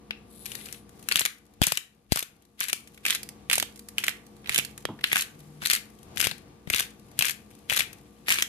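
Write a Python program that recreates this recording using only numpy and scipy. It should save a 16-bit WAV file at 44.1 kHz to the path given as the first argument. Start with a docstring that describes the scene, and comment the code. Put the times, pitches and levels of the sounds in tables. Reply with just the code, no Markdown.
"""A refrigerator hums in a small kitchen. A hand-held pepper mill, close to a two-microphone camera,
moves from left to right and back. With each short twist corns crack in the burr over a dense crunch, and
loose corns rustle in the jar. Jolts knock the housing and puff air on the nearer microphone port; the
walls answer briefly. The background ducks after the first loud cracks and slowly returns, as under
automatic gain. Midway a low tone comes twice and something hollow is bumped."""
import sys
import numpy as np
from scipy import signal
from scipy.fft import rfft, irfft, next_fast_len
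from scipy.io import wavfile
from scipy.ndimage import uniform_filter1d, map_coordinates

SR = 44100
rng = np.random.default_rng(int(sys.argv[2]) if len(sys.argv) > 2 else 0)


def bounce(signal):
    """Save signal as a 16-bit WAV file at the path given by the first command-line argument."""
    frames = np.transpose(np.atleast_2d(signal))
    limited = np.clip(frames, -1, 1)
    pcm = np.round(limited * 32767).astype(np.int16)
    wavfile.write(sys.argv[1], SR, pcm)


N = 373968

# Levels in the tables are relative; each source adds its own gain.
# A set curve that ducks the background and slowly returns, as under automatic gain: t/s, level/dB
BACKGROUND_GAIN = [(0, -53), (1.15, -54.5), (1.3, -61.5), (1.62, -61), (1.8, -67.5), (2.45, -65.5),
                   (2.8, -58.5), (3.25, -53.5), (8.48, -55.5)]
# Spectrum of the room air: f/Hz, level/dB
AIR_SPECTRUM = [(15, -38.5), (25, -11), (130, -2.5), (209, -6.5), (259, -10.5), (477, -9), (575, -17.5),
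                (730, -11.5), (1030, -18.5), (1150, -19.5), (1380, -23), (2350, -25), (6000, -30.5),
                (14300, -32)]
# How alike that air is at the two microphones: f/Hz, likeness (clipped to -1..1)
AIR_LIKENESS = [(60, 0.99), (240, 0.99), (950, -0.13), (3770, 0.057), (15000, -2)]
# Lines of the refrigerator motor: f/Hz, level/dB
MOTOR_LINES = [(59.2, -66), (209.9, -60.5), (296.1, -66), (355.3, -67.5), (473.7, -66.5), (699.8, -78),
               (1125, -75.5), (1184, -76.5)]
# A fuzzy band in the hum: f/Hz, width/Hz, level/dB
DRONE_BAND = [(217, 49, 0)]
# Where the mill is held before the microphones: t/s, left over right/dB
MILL_PAN = [(0, 1.5), (.5, 7), (1.2, 4.5), (1.7, 6), (2.2, 6), (2.7, 4.5), (3.1, 1), (3.6, -1.5), (4.1, -1),
            (4.6, -2.5), (5.1, 2.5), (5.7, 4.5), (6.2, 8.5), (6.8, 6.5), (7.3, 7), (7.8, 7), (8.48, 2)]
# The hand jolts the mill: t/s, air puff/dB, housing knock/dB
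JOLTS = [(0.1075, -53, -30.5), (1.158, -38, -27), (1.211, -33.5, -27), (1.617, -8.5, -12.5),
         (1.672, -25.5, -26), (1.721, -27, -22), (2.122, -9.5, -26), (2.16, -25, -27), (2.226, -44, -29),
         (2.732, -40, -28.5), (3.579, -34, -21), (3.627, -37, -21.5), (4.483, -35, -38), (4.5, -25.5, -34),
         (4.586, -27, -26), (4.853, -28, -15.5), (5.128, -32, -24), (5.627, -27.5, -31),
         (5.734, -42, -27.5), (6.163, -25, -39), (6.254, -32.5, -43), (6.27, -22, -25.5),
         (6.316, -30.5, -33), (6.675, -24, -39), (6.704, -24, -28), (6.742, -20.5, -52),
         (6.804, -38, -23.5), (7.191, -25, -39), (7.719, -25, -25), (7.794, -28.5, -23), (8.302, -32, -28)]
# Dull resonance of the housing: f/Hz, width/Hz, level/dB
HOUSING_MODES = [(513, 1000, 0)]
# Corns breaking in the burr: t/s, ring/dB, ring f/Hz, splinters/dB
CORN_CRACKS = [(0.1087, -13.5, 2520, -55), (0.4572, -29, 2670, -25), (0.4618, -26, 4370, -25.5),
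               (0.518, -25, 2990, -28), (0.5522, -26.5, 4150, -24.5), (0.726, -32, 2140, -23),
               (0.8921, -55.5, 1350, -50.5), (1.0871, -15, 1815, -12), (1.113, -9.5, 2300, -24),
               (1.1219, -7, 4470, -11), (1.132, -33, 3260, -29.5), (1.1577, -5, 2750, -8),
               (1.1687, -20.5, 2850, -14.5), (1.1743, -13.5, 4000, -25), (1.1884, -15, 2750, -35),
               (1.1941, -13, 2660, -7), (1.2078, -20.5, 2120, -13), (1.2156, -13, 4030, -27),
               (1.2527, -10, 2156, -10), (1.2597, -10, 2064, -12.5), (1.6177, -11, 3120, -10.5),
               (1.6264, -9, 3280, -17), (1.6347, -15, 3480, -13), (1.639, -9, 2390, -10),
               (1.6684, -34.5, 3360, -6), (1.6718, -19.5, 2820, -15.5), (1.6832, -28, 2200, -20),
               (1.721, -12.5, 3030, -9), (1.7733, -11.5, 3025, -12.5), (2.1217, -11, 4480, -9.5),
               (2.1277, -19.5, 3320, -15.5), (2.159, -22.5, 4200, -14.5), (2.1724, -15.5, 1410, -16),
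               (2.1922, -32, 3700, -13), (2.2266, -22, 3560, -22), (2.605, -38, 2490, -11.5),
               (2.6097, -12.5, 1760, -25.5), (2.6846, -28, 2530, -21.5), (2.6969, -17, 1960, -22),
               (2.73, -12, 2910, -10), (2.8737, -39, 2140, -40.5), (2.976, -39, 2320, -45),
               (3.0523, -11.5, 2490, -21.5), (3.0631, -9, 2190, -14.5), (3.0836, -14, 2480, -23),
               (3.1055, -12, 3460, -11), (3.1257, -13, 3560, -34), (3.2314, -31.5, 5130, -23),
               (3.2897, -32, 5000, -25.5), (3.499, -11, 2580, -17), (3.5131, -9.5, 2870, -16),
               (3.5306, -10.5, 2410, -8.5), (3.555, -17.5, 2840, -11), (3.5815, -11.5, 2650, -9),
               (3.5995, -11, 4700, -12.5), (3.626, -13, 3340, -17), (3.759, -45.5, 3100, -37),
               (3.793, -42, 4500, -31), (3.8865, -40.5, 1860, -26.5), (3.9826, -9.5, 2990, -15.5),
               (4.0384, -11, 2120, -25), (4.042, -17, 2110, -15.5), (4.0817, -6, 2144, -14.5),
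               (4.4434, -41, 2410, -62), (4.4592, -30, 2470, -56), (4.473, -27.5, 3800, -36),
               (4.4941, -9, 2600, -15.5), (4.5451, -13.5, 3060, -13), (4.5597, -9.5, 3200, -14),
               (4.5792, -11.5, 2560, -6.5), (4.587, -12, 2990, -10.5), (4.5957, -13.5, 2840, -40.5),
               (4.649, -24.5, 4520, -24), (4.7776, -31, 1940, -28.5), (4.8529, -18.5, 3120, -30),
               (4.9903, -37, 1830, -58), (5.01, -34, 2330, -45), (5.0375, -26, 4350, -34),
               (5.041, -2.5, 3010, -17.5), (5.071, -41, 4500, -36), (5.1169, -14.5, 2280, -32),
               (5.1297, -8, 1890, -11.5), (5.1579, -6.5, 1620, -13.5), (5.1676, -9, 1630, -13),
               (5.1785, -19, 2500, -18), (5.1844, -24, 2620, -20), (5.1953, -15.5, 2360, -30),
               (5.2206, -18, 3020, -18.5), (5.4035, -49.5, 3520, -48), (5.6195, -28, 1570, -48),
               (5.6361, -28, 1860, -36), (5.6532, -19.5, 3860, -23), (5.6589, -9, 4260, -12.5),
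               (5.671, -19, 2170, -12), (5.7, -8, 4490, -10.5), (5.7084, -8.5, 2395, -16),
               (5.7135, -47, 1660, -9), (5.734, -10.5, 4370, -8.5), (5.7507, -14.5, 4400, -13),
               (6.175, -30, 2870, -28), (6.198, -23, 2900, -19), (6.2025, -9, 2170, -11),
               (6.2132, -13.5, 3160, -8.5), (6.2265, -15, 2150, -21), (6.2426, -15, 3020, -12),
               (6.2497, -14.5, 2440, -13.5), (6.2705, -12, 2380, -11), (6.3121, -19, 4270, -30),
               (6.6731, -36, 2000, -48), (6.381, -47, 2370, -40.5), (6.7006, -12.5, 2264, -14.5),
               (6.7319, -17.5, 2530, -20), (6.7373, -8.5, 2730, -34), (6.7466, -12.5, 2790, -13.5),
               (6.7608, -15.5, 3810, -15), (6.7922, -20, 2440, -22), (6.7966, -13, 3600, -9.5),
               (6.8058, -16, 1680, -12.5), (7.1908, -16.5, 2800, -6), (7.2097, -10, 3290, -23),
               (7.2232, -5, 2610, -9.5), (7.2467, -13, 3270, -23), (7.2542, -16, 2260, -12),
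               (7.2653, -20, 2880, -23), (7.2965, -17, 2100, -22), (7.3085, -25, 1790, -14),
               (7.5114, -48, 2630, -48), (7.6983, -11, 3160, -14.5), (7.7052, -14, 2850, -35),
               (7.7196, -19, 2440, -24), (7.7254, -12.5, 1780, -20), (7.7351, -16, 2435, -16),
               (7.7459, -17, 2430, -21), (7.7634, -17, 2360, -14.5), (7.7689, -15, 1590, -15.5),
               (7.7899, -29, 3400, -15.5), (7.7943, -22, 1900, -24), (7.8059, -5.5, 2250, -20),
               (7.9304, -40, 2280, -34.5), (8.2838, -8.5, 2260, -19), (8.2922, -17, 2647, -12),
               (8.3039, -7, 2390, -13.5), (8.3098, -13.5, 2360, -22), (8.3162, -13, 1940, -21),
               (8.323, -10, 3040, -11), (8.342, -15, 2500, -14), (8.3863, -9.5, 2640, -22),
               (8.4066, -22.5, 2880, -31), (8.4231, -8, 3090, -8)]
# Spectrum of the mill's body: f/Hz, level/dB
BODY_SPECTRUM = [(590, -38), (1000, -15), (1360, -6.5), (1570, -2), (1930, -1), (2420, 1.5), (3600, -2),
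                 (4830, -10.5), (6000, -20.5), (7800, -66), (13200, -120)]
# Spectrum of the splinters: f/Hz, level/dB
GRIT_SPECTRUM = [(2350, -36.5), (4000, -9.5), (5570, -7.5), (6060, -6), (12500, -4.5), (14400, -13),
                 (14800, -9.5), (16500, -56)]
# Decay of the kitchen: f/Hz, t60/s
WALL_DECAY = [(500, 0.19), (1300, 0.36), (3500, 0.27), (9000, 0.25)]
# What the walls give back: f/Hz, level/dB
WALL_SPECTRUM = [(500, -8), (1500, -4), (3000, -3.5), (6000, -3), (14000, -5.5)]
# The jar is tipped and corns slide: t/s, level/dB
TIPPING_LEVEL = [(.25, -75), (.32, -55.5), (.5, -45), (.65, -49), (.78, -55.5), (.86, -71)]
# High resonances of the jar: f/Hz, width/Hz, level/dB
JAR_MODES = [(3900, 900, -7), (7900, 700, -6), (9900, 500, 3), (12000, 900, -3)]
# Twists of the mill: t/s, length/s, crunch/dB, hardest push/share of length, rustle afterwards/dB
TWISTS = [(0.444, 0.35, -39.5, 0.067, -60.5), (1.07, 0.22, -33, 0.57, -74), (1.621, 0.14, -28.5, 0.13, -77),
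          (2.112, 0.1, -27, 0.75, -77.5), (2.594, 0.11, -27.5, 0.42, -63.5),
          (3.052, 0.11, -19.5, 0.52, -74), (3.506, 0.06, -22.5, 0.35, -63), (3.979, .13, -28.5, 0.84, -67),
          (4.49, 0.086, -25, 0.58, -67), (5.04, .2, -25.5, 0.8, -64), (5.627, .15, -21.5, 0.63, -64.5),
          (6.16, 0.14, -26, 0.23, -74), (6.69, 0.16, -25, 0.62, -66.5), (7.186, 0.13, -22, 0.56, -66),
          (7.706, .13, -18, 0.61, -68), (8.276, 0.16, -20.5, 0.29, -65)]
# A low tone in the room: t/s, length/s, f/Hz, level/dB
LOW_TONES = [(4.58, .46, 141.6, -50.5), (5.328, .33, 150, -46.5)]
# Resonances of the bumped hollow body: f/Hz, width/Hz, level/dB
HOLLOW_MODES = [(125, 41, 0), (202, 88, 3), (290, 120, 2), (620, 530, -7.5), (970, 380, -6.5)]
# Deep bass thins and the top treble is cut off: f/Hz, level/dB
BAND_LIMITS = [(20, -10.5), (60, 0), (14300, -0.5), (14900, -10), (16500, -43)]


def amp(db):
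    return 10 ** (np.asarray(db) / 20)


def unit(x):
    return x / np.sqrt(np.mean(x ** 2) + 1e-20)


def along(points, hz):
    """Reads (f/Hz, value) points on a log axis."""
    f, v = np.transpose(points)
    return np.interp(np.log(hz + 1), np.log(f + 1), v)


def curve(points):
    """One value per sample from (t/s, value) points."""
    return np.interp(np.arange(N) / SR, *np.transpose(points))


def wobble(rate):
    """A smooth random curve, rate knots a second."""
    return map_coordinates(rng.standard_normal(int(N * rate / SR) + 4), [np.arange(N) * rate / SR])


def filtered(x, response):
    """x through a complex response of frequency."""
    m = next_fast_len(N + SR // 2)
    return irfft(rfft(x, m) * response(np.fft.rfftfreq(m, 1 / SR)), m)[..., :N]


def coloured(x, response):
    """Filters with a gain that keeps white noise at its level."""
    power = np.mean(abs(response(np.linspace(0, SR / 2, 2048))) ** 2)
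    return filtered(x, response) / np.sqrt(power)


def spectrum(points):
    return lambda hz: amp(along(points, hz))


def modes(rows):
    """Response of causal resonances, alternating in sign."""
    return lambda f: sum((-1) ** k * amp(db) * 1j * f * width / (hz * hz - f * f + 1j * f * width)
                         for k, (hz, width, db) in enumerate(rows))


def pan_at(times):
    return np.interp(times, *np.transpose(MILL_PAN))


def placed(times, shapes, pan_db):
    """Sums one shape per event and microphone; the far one hears it later and weaker."""
    lag_s = .00017 * np.tanh(pan_at(times) / 3.8)
    out = []
    for side, shape in zip((1, -1), shapes):
        at = np.round((times - side * lag_s) * SR).astype(int)[:, None] + np.arange(shape.shape[1])
        gain = amp(np.minimum(side * pan_db, 0) + np.minimum(abs(pan_db), 6) / 2)[:, None]
        out.append(np.bincount(np.clip(at, 0, N).ravel(), (gain * shape).ravel(), N + 1)[:N])
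    return np.array(out)


def bursts(count, life_s, alike, samples=900):
    """Noise bursts of equal energy; the share alike is common to both microphones."""
    t = np.arange(samples) / SR
    common, left, right = np.moveaxis(rng.standard_normal((count, 3, samples)), 1, 0)
    shape = t / life_s * np.exp(1 - t / life_s)
    pair = shape * np.array([np.sqrt(alike) * common + np.sqrt(1 - alike) * own for own in (left, right)])
    return pair * np.linalg.norm(shape) / np.linalg.norm(pair, axis=2, keepdims=True)


def grains(spread_db, life_s, alike, rubbing, count=6000):
    """Many tiny clicks on a little rubbing noise, even in level over a tenth of a second."""
    times, chance = rng.random((count, 2)).T * [[N / SR], [1]]
    size = amp(-spread_db * np.log(1 - chance))[:, None]
    clicks = unit(placed(times, size * bursts(count, life_s, alike, samples=128), pan_at(times)))
    x = clicks + rubbing * amp(np.outer([.5, -.5], curve(MILL_PAN))) * rng.standard_normal((2, N))
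    return x / np.sqrt(abs(uniform_filter1d(np.mean(x ** 2, 0), size=4000)) + 1e-9)


def room_air():
    """Wavering kitchen air: the bass is alike at both microphones, the treble is not."""
    def mid_side(hz):
        angle = np.arccos(np.clip(along(AIR_LIKENESS, hz), -1, 1)) / 2
        return amp(along(AIR_SPECTRUM, hz)) * [np.cos(angle), np.sin(angle)]
    mid, side = filtered(rng.standard_normal((2, N)), mid_side)
    return amp(-1 + 2.37 * wobble(6)) * unit(np.array([mid + side, mid - side]))


def refrigerator():
    """Motor lines, each at its own phase at each microphone, over a fuzzy drone."""
    t = np.arange(N) / SR
    phases = rng.normal(0, 0.71, (len(MOTOR_LINES), 2, 1))
    hum = sum(amp(db + 58 + 0.7 * wobble(3.1)) * np.sin(2 * np.pi * hz * t + phase)
              for (hz, db), phase in zip(MOTOR_LINES, phases))
    drone = amp(-6) * unit(filtered(rng.standard_normal(N), modes(DRONE_BAND)))
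    return hum + drone


def thumps():
    """A jolt knocks the housing and puffs on the port: a push and swing back if hard, a wobble if weak."""
    times, puff_db, knock_db = np.transpose(JOLTS)
    pan_db = pan_at(times)
    t = np.arange(1500) / SR
    age = t / 0.0016
    push = (1 - age) * np.exp(-age) * (1 - np.exp(-age / .2)) ** 2
    pitch, *phases = rng.random((len(times), 3, 1)).transpose(1, 0, 2)
    envelope = 0.17 * t / 0.0058 * np.exp(1 - t / 0.0041)
    wobbles = [envelope * np.sin(2 * np.pi * ((90 + 90 * pitch) * t + phase)) for phase in phases]
    hard = np.interp(puff_db, [-30, -12], [.1, 1])
    puffs = [amp(puff_db + 11.5)[:, None] * (hard[:, None] * push + (1 - hard[:, None]) * weak)
             for weak in wobbles]
    # a puff favours the nearer port more than sound does, a hard puff most
    puff_pan_db = 4.3 * pan_db + 18 * hard * np.sign(pan_db)
    knocks = amp(knock_db)[:, None] * bursts(len(times), life_s=0.00065, alike=0.39)
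    housing = coloured(placed(times, knocks, pan_db), modes(HOUSING_MODES))
    return housing + placed(times, puffs, puff_pan_db)


def cracks(loudest_db=-2.5, scatter_db=11.5, splinter_share=0.45):
    """A corn breaks: the mill rings briefly, its housing knocks, splinters hiss, the pieces crumble on."""
    times, db, hz, splinter_db = np.vstack([CORN_CRACKS, small_cracks_and_ticks(per_twist=5)]).T
    count = len(times)
    db = np.minimum(db, loudest_db)
    start_phase, shade, knock_luck, crumb_luck = rng.random((count, 4)).T
    knock_db = db - 28.5 + scatter_db * (knock_luck - .5)
    break_db = splinter_share * splinter_db + (1 - splinter_share) * db
    crumb_db = 0.74 * break_db - 12.5 + scatter_db * (crumb_luck - .5) / 2  # grows less than the crack
    bright_db = np.clip(splinter_db - db, -20, 6) / 2
    pan_db = pan_at(times) + 6 * (shade - .5)  # the hand shades each crack differently
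    t = np.arange(900) / SR
    phase = 2 * np.pi * (hz[:, None] * t + start_phase[:, None])
    ring = t / 0.00057 * np.exp(1 - t / 0.00051) * np.sin(phase)
    # crumbs keep the crack's hollow note going: slow noise on its pitch
    slow = [uniform_filter1d(bursts(count, life_s=0.0018, alike=0.27), size=36, axis=2) for _ in range(2)]
    note = slow[0] * np.sin(phase) + slow[1] * np.cos(phase)
    pitched = amp(db - 4.5)[:, None] * ring + amp(crumb_db + 6 - bright_db)[:, None] * note
    sound = placed(times, pitched, pan_db)
    body, grit = spectrum(BODY_SPECTRUM), spectrum(GRIT_SPECTRUM)
    layers = [(db - 8, .0005, .4, body),
              (splinter_db - 4.5, .0004, .2, grit),
              (knock_db, .0008, .3, modes(HOUSING_MODES)),
              (crumb_db - 10 - bright_db, .0022, .4, body),
              (crumb_db - 4 + bright_db, .0018, .15, grit)]
    for level_db, life_s, alike, response in layers:
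        noise = amp(level_db)[:, None] * bursts(count, life_s, alike)
        sound += coloured(placed(times, noise, pan_db), response)
    return sound


def walls(x, block=2048, delay=150):
    """A short, diffuse room tail, with fresh noise for each block; each frequency dies at its own speed."""
    out = np.zeros((2, N + SR))
    for at in range(0, N, block):
        hz, t, noise = signal.stft(rng.standard_normal((2, SR // 3)), SR, nperseg=256)
        decay = amp(-60 * t / along(WALL_DECAY, hz)[:, None])
        tail = signal.istft(noise * decay, SR, nperseg=256)[1]
        wet = signal.fftconvolve(x[:, at:at + block], tail / np.linalg.norm(tail[0]), axes=1)
        out[:, at + delay:at + delay + wet.shape[1]] += wet
    return filtered(out[:, :N], spectrum(WALL_SPECTRUM))


def jar_rustle(grip_s=(.78, .9), turn_back_s=.2):
    """Loose corns slide: the jar rings until gripped, then rustles faintly as the wrist turns back."""
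    ticks = grains(spread_db=0, life_s=0.00014, alike=0.15, rubbing=0.4)
    free = np.interp(np.arange(N) / SR, grip_s, [1, .15])
    ringing = free * unit(filtered(ticks, modes(JAR_MODES)))
    gripped = 0.98 * (1 - free) * unit(filtered(ticks, spectrum(GRIT_SPECTRUM)))
    turns_back = [(start + length + turn_back_s, db) for start, length, *_, db in TWISTS]
    return amp(curve(TIPPING_LEVEL + turns_back)) * (ringing + gripped)


BITE_S, LET_GO_S = 0.027, 0.037  # the edges of a twist


def effort_db():
    """Crunch level: each twist bites, pushes hardest once, and lets go."""
    points = []
    for start, length, db, hardest, _ in TWISTS:
        peak, end = start + np.clip(hardest, .05, .95) * length, start + length
        points += [(start - BITE_S, db - 44), (start, db - 15), (peak, db),
                   (end, db - 11.5), (end + LET_GO_S, db - 44)]
    return curve(points)


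def crunch():
    """The burr crushes fragments: the same grains shake the mill's body and spray grit."""
    coarse = grains(spread_db=2.5, life_s=0.0005, alike=0.34, rubbing=0.12)
    fine = grains(spread_db=2.5, life_s=0.000083, alike=0.2, rubbing=.2)
    body = amp(-7.5) * unit(filtered(coarse, spectrum(BODY_SPECTRUM)))
    grit = amp(-10) * unit(filtered(0.73 * coarse + fine, spectrum(GRIT_SPECTRUM)))
    return amp(effort_db() + 3 * wobble(25)) * (body + grit)


def small_cracks_and_ticks(per_twist, ring_hz=(1720, 4390), ticking_s=0.24):
    """More crack rows: lesser corns break during each twist; then loose ones tick, thin and bright."""
    start, length, _, _, rustle_db = np.repeat(TWISTS, per_twist, 0).T
    when, small, pitch, bright, later, faint = rng.random((len(start), 6)).T
    times = np.minimum(start + length * when, (N - 1) / SR)
    db = effort_db()[(times * SR).astype(int)] + 10.5 - 7 * small
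    hz = np.interp(pitch, [0, 1], ring_hz)
    breaks = [times, db, hz, db + 12 * (bright - .5)]
    tick_db = rustle_db + 19 - 18 * faint
    ticks = [start + length + LET_GO_S + ticking_s * later, tick_db - 5, hz, tick_db]
    return np.hstack([breaks, ticks]).T


def low_tone(start, length, hz, db, swell_db=5.5):
    """A low, slightly wavering tone that grows while it lasts."""
    t = np.arange(N) / SR
    progress = (t - start) / length
    swell = (progress > 0) * (progress < 1) * amp(db + swell_db * np.clip(progress - 1, -1, 0))
    return uniform_filter1d(swell, size=1800) * np.sin(2 * np.pi * hz * t + .5 * wobble(9.8))


def bump(at_s, db):
    """One dull, dragging blow on a hollow body."""
    t = np.maximum(np.arange(N) / SR - at_s, 0)
    drag = (1 - np.exp(-t / 0.0012)) * (amp(-60 * t / 0.083) + 0.44 * amp(-60 * t / 0.45))
    return amp(db) * coloured(drag * rng.standard_normal(N), modes(HOLLOW_MODES))


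def scene():
    """The mill close up, the kitchen behind it and a little to the left."""
    mill = cracks() + crunch() + jar_rustle()
    reflections = amp(-8) * walls(mill)
    knocks = thumps() + bump(at_s=4.886, db=-33.5)
    kitchen = amp(curve(BACKGROUND_GAIN)) * (room_air() + refrigerator())
    kitchen += sum(low_tone(*row) for row in LOW_TONES)
    return mill + reflections + knocks + amp([[1.5], [-1.5]]) * kitchen


def record(dry, top_hz=16600):
    """Peaks flatten softly at full scale; deep bass thins and the top treble is cut off."""
    soft = dry / (1 + abs(dry) ** 6) ** (1 / 6)
    return filtered(soft, lambda hz: amp(along(BAND_LIMITS, hz)) * (hz < top_hz))


dry = scene()
out = record(dry)
bounce(out)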